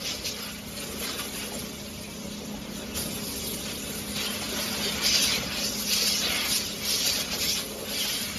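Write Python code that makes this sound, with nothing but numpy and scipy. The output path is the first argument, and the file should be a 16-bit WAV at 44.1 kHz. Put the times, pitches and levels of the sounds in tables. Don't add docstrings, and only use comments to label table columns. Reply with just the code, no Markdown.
import sys
import numpy as np
from scipy import signal
from scipy.fft import rfft, irfft, next_fast_len
from scipy.io import wavfile

SR = 44100
rng = np.random.default_rng(int(sys.argv[2]) if len(sys.argv) > 2 else 0)


def to_wav(sig):
    pcm = np.clip(np.atleast_2d(sig), -1, 1) * 32767
    pcm = np.round(pcm).astype(np.int16)
    wavfile.write(sys.argv[1], SR, pcm.T)


N = 369558
TIME_S = np.arange(N) / SR


def from_db(db):
    return 10 ** (np.asarray(db) / 20)


def unit_rms(x):
    return x / np.sqrt(np.mean(x ** 2) + 1e-20)


def curves(rows):
    times_s, *columns = np.transpose(rows)
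    return [np.interp(TIME_S, times_s, column) for column in columns]


def spectrum_db(spectrum, hz):
    points_hz, db = np.transpose(spectrum)
    return np.interp(np.log(hz), np.log(points_hz), db)


def drift(rate_hz):
    step, settle = 40, 2000
    pole = np.exp(-2 * np.pi * rate_hz * step / SR)
    white = rng.standard_normal(N // step + settle + 2)
    slow = signal.lfilter([1], [1, -2 * pole, pole * pole], white)[settle:]
    return np.interp(np.arange(N) / step, np.arange(len(slow)), unit_rms(slow))


def noise(spectrum):
    hz = np.maximum(np.arange(N // 2 + 1) * SR / N, 1)
    octaves_outside = np.abs(np.log2(hz / np.clip(hz, spectrum[0][0], spectrum[-1][0])))
    gain = from_db(spectrum_db(spectrum, hz) - 20 * octaves_outside)
    size = next_fast_len(N)
    bin_gain = np.interp(np.arange(size // 2 + 1) * SR / size, hz, gain)
    return unit_rms(irfft(rfft(rng.standard_normal(size)) * bin_gain, size)[:N])


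def resonance(x, hz, width_hz):
    r = np.exp(-np.pi * width_hz / SR)
    feedback = [1, -2 * r * np.cos(2 * np.pi * hz / SR), r * r]
    return signal.lfilter(np.array([1, 0, -1]) * (1 - r * r) / 2, feedback, x)


def tone(hz, waver_db, rate_hz, wander_hz=0):
    turns = np.cumsum(hz + wander_hz * drift(rate_hz)) / SR + rng.random()
    return np.sqrt(2) * np.sin(2 * np.pi * turns) * from_db(waver_db * drift(rate_hz))


def gliding_bands(rows, width_hz, fade_s):
    baseband = (drift(width_hz) + 1j * drift(width_hz)) / np.sqrt(2)
    out = np.zeros(N)
    for start_s, length_s, first_hz, last_hz, db in rows:
        span = (TIME_S >= start_s) & (TIME_S < start_s + length_s)
        age_s = TIME_S[span] - start_s
        swell = np.sin(np.pi / 2 * np.clip(np.minimum(age_s, length_s - age_s) / fade_s, 0, 1))
        turns = np.cumsum(first_hz + (last_hz - first_hz) * age_s / length_s) / SR
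        wander = np.roll(baseband, rng.integers(N))[span]
        out[span] += np.sqrt(2) * from_db(db) * swell * np.real(wander * np.exp(2j * np.pi * turns))
    return out


def shifting_echoes(x, echo_db, rate_hz, longest_s, count):
    echoes, power = 0, 0
    for delay_s in np.linspace(.001, longest_s, count) * rng.uniform(.9, 1.1, count):
        gain = drift(rate_hz)
        echoes = echoes + gain * np.pad(x, (int(delay_s * SR), 0))[:N]
        power = power + gain ** 2
    wet = from_db(echo_db)
    return (x + wet * echoes / np.sqrt(power)) / np.sqrt(1 + wet ** 2)


# (time [s], rumble [dB], drive hum [dB], frame whirr [dB])
LOAD = [(0.0, -48, -47.5, -46), (0.25, -45.5, -46, -43.5), (0.55, -47, -45.5, -49), (0.95, -45, -43, -44),
        (1.25, -47, -44.5, -43), (1.55, -44, -40, -43.5), (1.8, -44, -43.5, -46.5),
        (2.65, -43, -40.5, -44.5), (3.1, -40, -42, -41.5), (3.45, -41.5, -42, -43),
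        (4.15, -41.5, -42, -43.5), (4.7, -44.5, -39.5, -39.5), (5.05, -42, -41.5, -41.5),
        (5.47, -39.5, -42.5, -41), (5.8, -43.5, -40, -43.5), (7.05, -45.5, -46, -44.5),
        (7.45, -43.5, -45, -44.5), (7.78, -49.5, -45.5, -39.5), (8.25, -44, -43.5, -49)]
# (frequency [Hz], relative density [dB])
RUMBLE_SPECTRUM = [(20, -18), (35, -14), (50, -5), (76, 4.5), (92, -5.5), (135, -1.5), (175, -1.5),
                   (225, -5), (275, -0.5), (330, -8.5), (450, -19), (900, -47)]
WHIRR_SPECTRUM = [(220, -2.5), (320, -6.5), (380, -2.5), (430, 0.5), (490, -4), (570, 0), (660, -10),
                  (800, -11), (1200, -12.5), (2500, -47)]
SHAFT_ORDERS = (7, 8, 14, 20)
ORDER_LEVELS_DB = [-1.4, -7.5, -15, -18.5]
# (frequency [Hz], level [dB], pitch wander [Hz])
MOTORS = [(50, -61.5, 0), (100, -60.5, 0), (172, -55, 1.8), (273, -56.5, 3.5), (488, -62, 0.5),
          (613.5, -62.5, 0.7)]

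def machinery(shaft_hz=29.655):
    rumble_db, hum_db, whirr_db = curves(LOAD)
    drive = sum(from_db(db) * tone(order * shaft_hz, waver_db=2.5, rate_hz=31)
                for order, db in zip(SHAFT_ORDERS, ORDER_LEVELS_DB))
    motors = sum(from_db(db) * tone(hz, waver_db=4, rate_hz=4.57, wander_hz=wander_hz)
                 for hz, db, wander_hz in MOTORS)
    rumble = from_db(rumble_db + 1.6 * drift(14)) * noise(RUMBLE_SPECTRUM)
    whirr_gain = from_db(whirr_db + 1.3 * drift(19))
    whirr = shifting_echoes(noise(WHIRR_SPECTRUM), echo_db=-3, rate_hz=5, longest_s=.025, count=12)
    return from_db(hum_db) * drive + motors + rumble + whirr_gain * whirr


# (time [s], hiss [dB], sizzle [dB], rush [dB])
LEAK = [(0.0, -38.5, -45.5, -46.5), (0.62, -45.5, -46, -49.5), (1.0, -42, -40.5, -46),
        (1.6, -43.5, -46.5, -48.5), (1.95, -43, -47, -54), (2.4, -45, -50.5, -51), (2.91, -45, -51, -47.5),
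        (3.0, -40.5, -39.5, -47.5), (3.55, -38.5, -39, -49), (4.05, -41.5, -40, -46), (4.5, -35, -40, -39),
        (5.0, -36.5, -40.5, -36), (5.5, -37, -44, -38), (5.82, -40.5, -37, -45), (6.7, -36, -40.5, -47.5),
        (6.765, -41.5, -41.5, -45), (6.83, -35.5, -39.5, -41.5), (7.28, -41, -45.5, -43.5),
        (7.7, -41.5, -42, -50.5), (7.85, -44, -44.5, -46), (8.38, -39.5, -40.5, -41)]
# (start [s], attack [s], hold [s], hiss [dB], hiss centre [Hz],
# sizzle [dB re hiss], rush [dB re hiss])
GUSTS = [(0.01, 0.071, 0.028, -32, 3730, -9.5, -14), (0.236, 0.025, 0.025, -30, 4840, -14, -30),
         (0.335, .03, 0.13, -43, 3700, -5, -1), (0.733, 0.034, 0.061, -42.5, 3850, 2.5, -5),
         (0.989, 0.039, 0.08, -35.5, 4120, -4.5, -5.5), (1.172, 0.02, 0.011, -36, 3820, -2, -2),
         (1.323, 0.03, 0.082, -40.5, 3920, -1, -2), (1.507, 0.026, 0.089, -47, 4300, 6, -5),
         (2.948, 0.03, 0.035, -40, 4500, 3.5, -8), (3.27, 0.036, 0.071, -49, 4100, -10, -14),
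         (3.644, .025, 0.04, -41.5, 4100, -17, 2), (4.138, 0.03, 0.044, -33.5, 3570, -3.5, -7.5),
         (4.214, 0.023, 0.039, -39.5, 3580, -20, -1.5), (4.57, 0.042, 0.044, -44, 4370, 8.5, -22),
         (4.788, 0.024, 0.062, -37.5, 3970, 0, -11), (5.01, 0.038, 0.2, -26, 4250, -8.5, -20),
         (5.243, 0.031, 0.08, -28.5, 3600, -8, -12), (5.51, 0.054, 0.065, -33, 3530, -7, -17),
         (5.615, 0.042, 0.19, -34, 6700, -11, -22), (5.85, 0.049, 0.2, -27.5, 4580, -5.5, -13.5),
         (6.106, 0.028, 0.065, -30, 4970, -16, -14), (6.189, 0.047, 0.22, -30.5, 3040, -14, -4),
         (6.444, 0.073, 0.048, -27.5, 5100, -3.5, -12.5), (6.582, 0.018, 0.02, -41, 4000, -10, 1),
         (6.81, 0.084, 0.18, -28.5, 4930, -6, -20), (7.01, 0.055, 0.14, -29, 5100, -11.5, -12),
         (7.301, 0.018, 0.022, -31, 4730, -11, -11), (7.369, 0.048, 0.033, -28, 4540, -5.5, -19),
         (7.47, 0.024, 0.018, -26, 4760, -7.5, -25), (7.541, 0.019, 0.023, -32.5, 3900, -2.5, -9),
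         (7.815, 0.11, 0.31, -34, 4100, -5, -9.5), (7.965, 0.029, 0.058, -31, 4000, -3.5, -23)]

def airflow(leak_centre_hz=4180, release_db_per_s=189):
    hiss, sizzle, rush = [from_db(db) ** 2 for db in curves(LEAK)]
    weighted_hz = hiss * leak_centre_hz
    for start_s, attack_s, hold_s, db, centre_hz, sizzle_db, rush_db in GUSTS:
        first = int(start_s * SR)
        span = np.arange(first, min(first + SR, N))
        age_s = TIME_S[span] - start_s
        shut_s = np.maximum(age_s - attack_s - hold_s, 0)
        power = (np.clip(age_s / attack_s, 0, 1) * from_db(db - release_db_per_s * shut_s)) ** 2
        hiss[span] += power
        weighted_hz[span] += power * centre_hz
        sizzle[span] += power * from_db(sizzle_db) ** 2
        rush[span] += power * from_db(rush_db) ** 2
    return np.sqrt(hiss), np.sqrt(sizzle), np.sqrt(rush), weighted_hz / hiss


def turbulence(spectrum, centre_hz, hump_db, hump_octaves, flicker_db, flicker_hz, bands):
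    edges_hz = np.geomspace(spectrum[0][0], spectrum[-1][0], bands + 1)
    white = rng.standard_normal((2, N))
    out, power = 0, 0
    for k, (low_hz, high_hz) in enumerate(zip(edges_hz, edges_hz[1:])):
        hz = np.sqrt(low_hz * high_hz)
        bandpass = signal.butter(2, [low_hz, high_hz], "band", fs=SR, output="sos")
        band = unit_rms(signal.sosfilt(bandpass, white[k % 2]))
        lift_db = hump_db * np.exp(-.5 * (np.log2(hz / centre_hz) / hump_octaves) ** 2)
        gain = from_db(spectrum_db(spectrum, hz) + lift_db) * np.sqrt(high_hz - low_hz)
        out = out + band * gain * from_db(flicker_db * drift(flicker_hz))
        power = power + gain ** 2
    return out / np.sqrt(power)


# (frequency [Hz], relative density [dB])
HISS_SPECTRUM = [(1200, -10), (1900, 1.5), (2250, 4), (3200, 0), (4800, 2), (6400, 1), (7400, 2.5),
                 (9500, -39), (13000, 8)]
SIZZLE_SPECTRUM = [(4000, -47), (7000, 5), (8800, 9), (10000, 4), (11200, 6), (13500, -11)]
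RUSH_SPECTRUM = [(400, -0.5), (600, 0.5), (900, -3), (1200, 1.5), (1700, -0.5), (2300, 2.5), (3500, -0.5),
                 (6000, -48)]
# (frequency [Hz], width [Hz], gain [dB])
EDGE_TONES = [(4620, 300, -14), (5020, 200, -11), (5620, 60, -10)]
# (frequency [Hz], width [Hz], depth [0-1])
HISS_DIPS = [(1880, 320, 0.5), (7100, 750, 0.42)]

def jet(flutter_db=0.7, flutter_hz=54):
    hiss_gain, sizzle_gain, rush_gain, centre_hz = airflow()
    force = np.clip((20 * np.log10(hiss_gain) + 54) / 18, 0, 1)
    hiss = hiss_gain * turbulence(HISS_SPECTRUM, centre_hz, hump_db=17.8 * force, hump_octaves=1,
                                  flicker_db=2.5, flicker_hz=22, bands=16)
    hiss += force ** 2 * sum(from_db(db) * resonance(hiss, hz, width) for hz, width, db in EDGE_TONES)
    hiss -= force * sum(depth * resonance(hiss, hz, width) for hz, width, depth in HISS_DIPS)
    sizzle = turbulence(SIZZLE_SPECTRUM, centre_hz=12440, hump_db=7.3 * force, hump_octaves=0.07,
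                        flicker_db=3.5, flicker_hz=15.3, bands=10)
    sizzle *= sizzle_gain * from_db(1.15 * drift(26))
    rush = rush_gain * from_db(drift(6)) * noise(RUSH_SPECTRUM)
    return (hiss + sizzle + rush) * from_db(flutter_db * drift(flutter_hz))


# (frequency [Hz], width [Hz], gain [dB])
CAVITIES = [(1448, 55, -2.5), (2927, 30, -3), (3335, 55, -4), (3640, 80, -12), (3908, 50, -11),
            (4630, 32, -7), (6070, 120, -15), (6466, 35, -8)]

def steel_housing(air):
    echoed = shifting_echoes(air, echo_db=-1, rate_hz=15.6, longest_s=.009, count=20)
    return echoed + sum(from_db(db) * resonance(echoed, hz, width) for hz, width, db in CAVITIES)


# (time [s], level [dB], most excited pitch [Hz])
KNOCKS = [(0.24, -34, 520), (1.01, -29, 470), (1.193, -30, 1190), (1.518, -30.5, 760), (2.539, -35, 800),
          (4.419, -28, 760), (5.422, -29, 600), (6.021, -30, 540), (6.267, -28, 600), (7.33, -30, 720),
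          (8.05, -32, 900)]
# (frequency [Hz], gain [dB], t60 [s])
FRAME_MODES = [(290, 2, 0.16), (370, -12, 0.051), (471, -2.5, 0.12), (557, -10.5, 0.16), (614, -10, 0.12),
               (725, -9, 0.096), (840, -6, 0.14), (1000, -12, 0.13), (1163, -5, 0.18), (1460, -8, 0.06)]

def knocks(spread_octaves=0.33, scatter_db=2.5):
    times_s, level_db, focus_hz = np.transpose(KNOCKS)
    onsets = np.round(times_s * SR).astype(int)
    random_db = rng.normal(0, scatter_db, (len(KNOCKS), len(FRAME_MODES)))
    out = np.zeros(N)
    for k, (hz, mode_db, t60_s) in enumerate(FRAME_MODES):
        coupling = np.exp(-.5 * (np.log2(hz / focus_hz) / spread_octaves) ** 2)
        blows = np.full(N, 1e-18)
        blows[onsets] = coupling * from_db(level_db + mode_db + random_db[:, k]) * (-1) ** k
        r = from_db(-60 / (t60_s * SR))
        angle = 2 * np.pi * hz / SR
        out += signal.lfilter([0, np.sin(angle)], [1, -2 * r * np.cos(angle), r * r], blows)
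    return out


# (peak time [s], level [dB], length [s])
SPITS = [(0.272, -34, .025), (2.773, -41, 0.063), (2.969, -30.5, 0.032), (3.541, -31, 0.011),
         (4.17, -43, .018), (5.936, -19, 0.0063), (6.077, -22.5, 0.0089), (6.143, -35, 0.0044),
         (6.458, -32, 0.015), (6.907, -30, 0.013), (7.07, -25, 0.014)]
# (frequency [Hz], relative density [dB])
SPIT_SPECTRUM = [(1500, -7.5), (3000, 2), (5000, 0), (8000, 5), (11000, -1.5), (13500, -5)]

def spits():
    swells = sum(from_db(db) * np.exp(-2 * ((TIME_S - peak_s) / length_s) ** 2)
                 for peak_s, db, length_s in SPITS)
    return swells * noise(SPIT_SPECTRUM)


# (start [s], length [s], first pitch [Hz], last pitch [Hz], level [dB])
DRONES = [(2.85, 1.2, 406.5, 410, -51.5)]

def drone():
    return gliding_bands(DRONES, width_hz=5, fade_s=0.17)


# (start [s], length [s], first pitch [Hz], last pitch [Hz], level [dB])
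WHISTLES = [(4.2, 0.09, 5480, 5420, -39), (4.23, 0.1, 3110, 3140, -37), (4.59, 0.19, 4830, 4790, -39.5),
            (4.8, 0.13, 3090, 3110, -38), (4.8, 0.13, 3680, 3610, -37), (4.81, 0.11, 4680, 4440, -34),
            (5.04, 0.16, 5080, 5090, -32), (5.04, 0.19, 4500, 4900, -34), (5.05, 0.25, 6080, 6130, -37.5),
            (5.3, 0.09, 2290, 2290, -36), (5.3, 0.09, 4000, 4150, -34), (5.89, 0.17, 4480, 4270, -33),
            (6.06, 0.15, 5250, 5450, -34), (6.26, 0.21, 2230, 2100, -38), (6.49, 0.1, 4950, 5100, -33.5),
            (6.51, 0.08, 5580, 5500, -35.5), (6.86, 0.28, 5580, 5630, -37.5), (7.0, 0.23, 4640, 4500, -38),
            (7.44, 0.1, 5250, 5380, -32), (7.46, 0.07, 4720, 4820, -32), (7.97, 0.25, 3120, 3160, -39)]

def whistles():
    return gliding_bands(WHISTLES, width_hz=110, fade_s=0.043)


# (start [s], length [s], first pitch [Hz], last pitch [Hz], level [dB])
TRAY_RUBS = [(7.13, 0.13, 570, 543, -42.5), (7.66, 0.39, 500, 537, -46)]

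def tray_rubs():
    return gliding_bands(TRAY_RUBS, width_hz=98, fade_s=0.043)


def scene():
    mono = whistles() + tray_rubs() + drone() + steel_housing(jet() + spits()) + machinery() + knocks()
    return np.tile(mono, (2, 1))


def record(dry, notch_hz=(7500, 9250), cutoff_hz=13600):
    notch = signal.butter(6, notch_hz, "bandstop", fs=SR, output="sos")
    lowpass = signal.ellip(10, .3, 80, cutoff_hz, fs=SR, output="sos")
    return signal.sosfilt(lowpass, signal.sosfilt(notch, dry))


dry = scene()
out = record(dry)
to_wav(out)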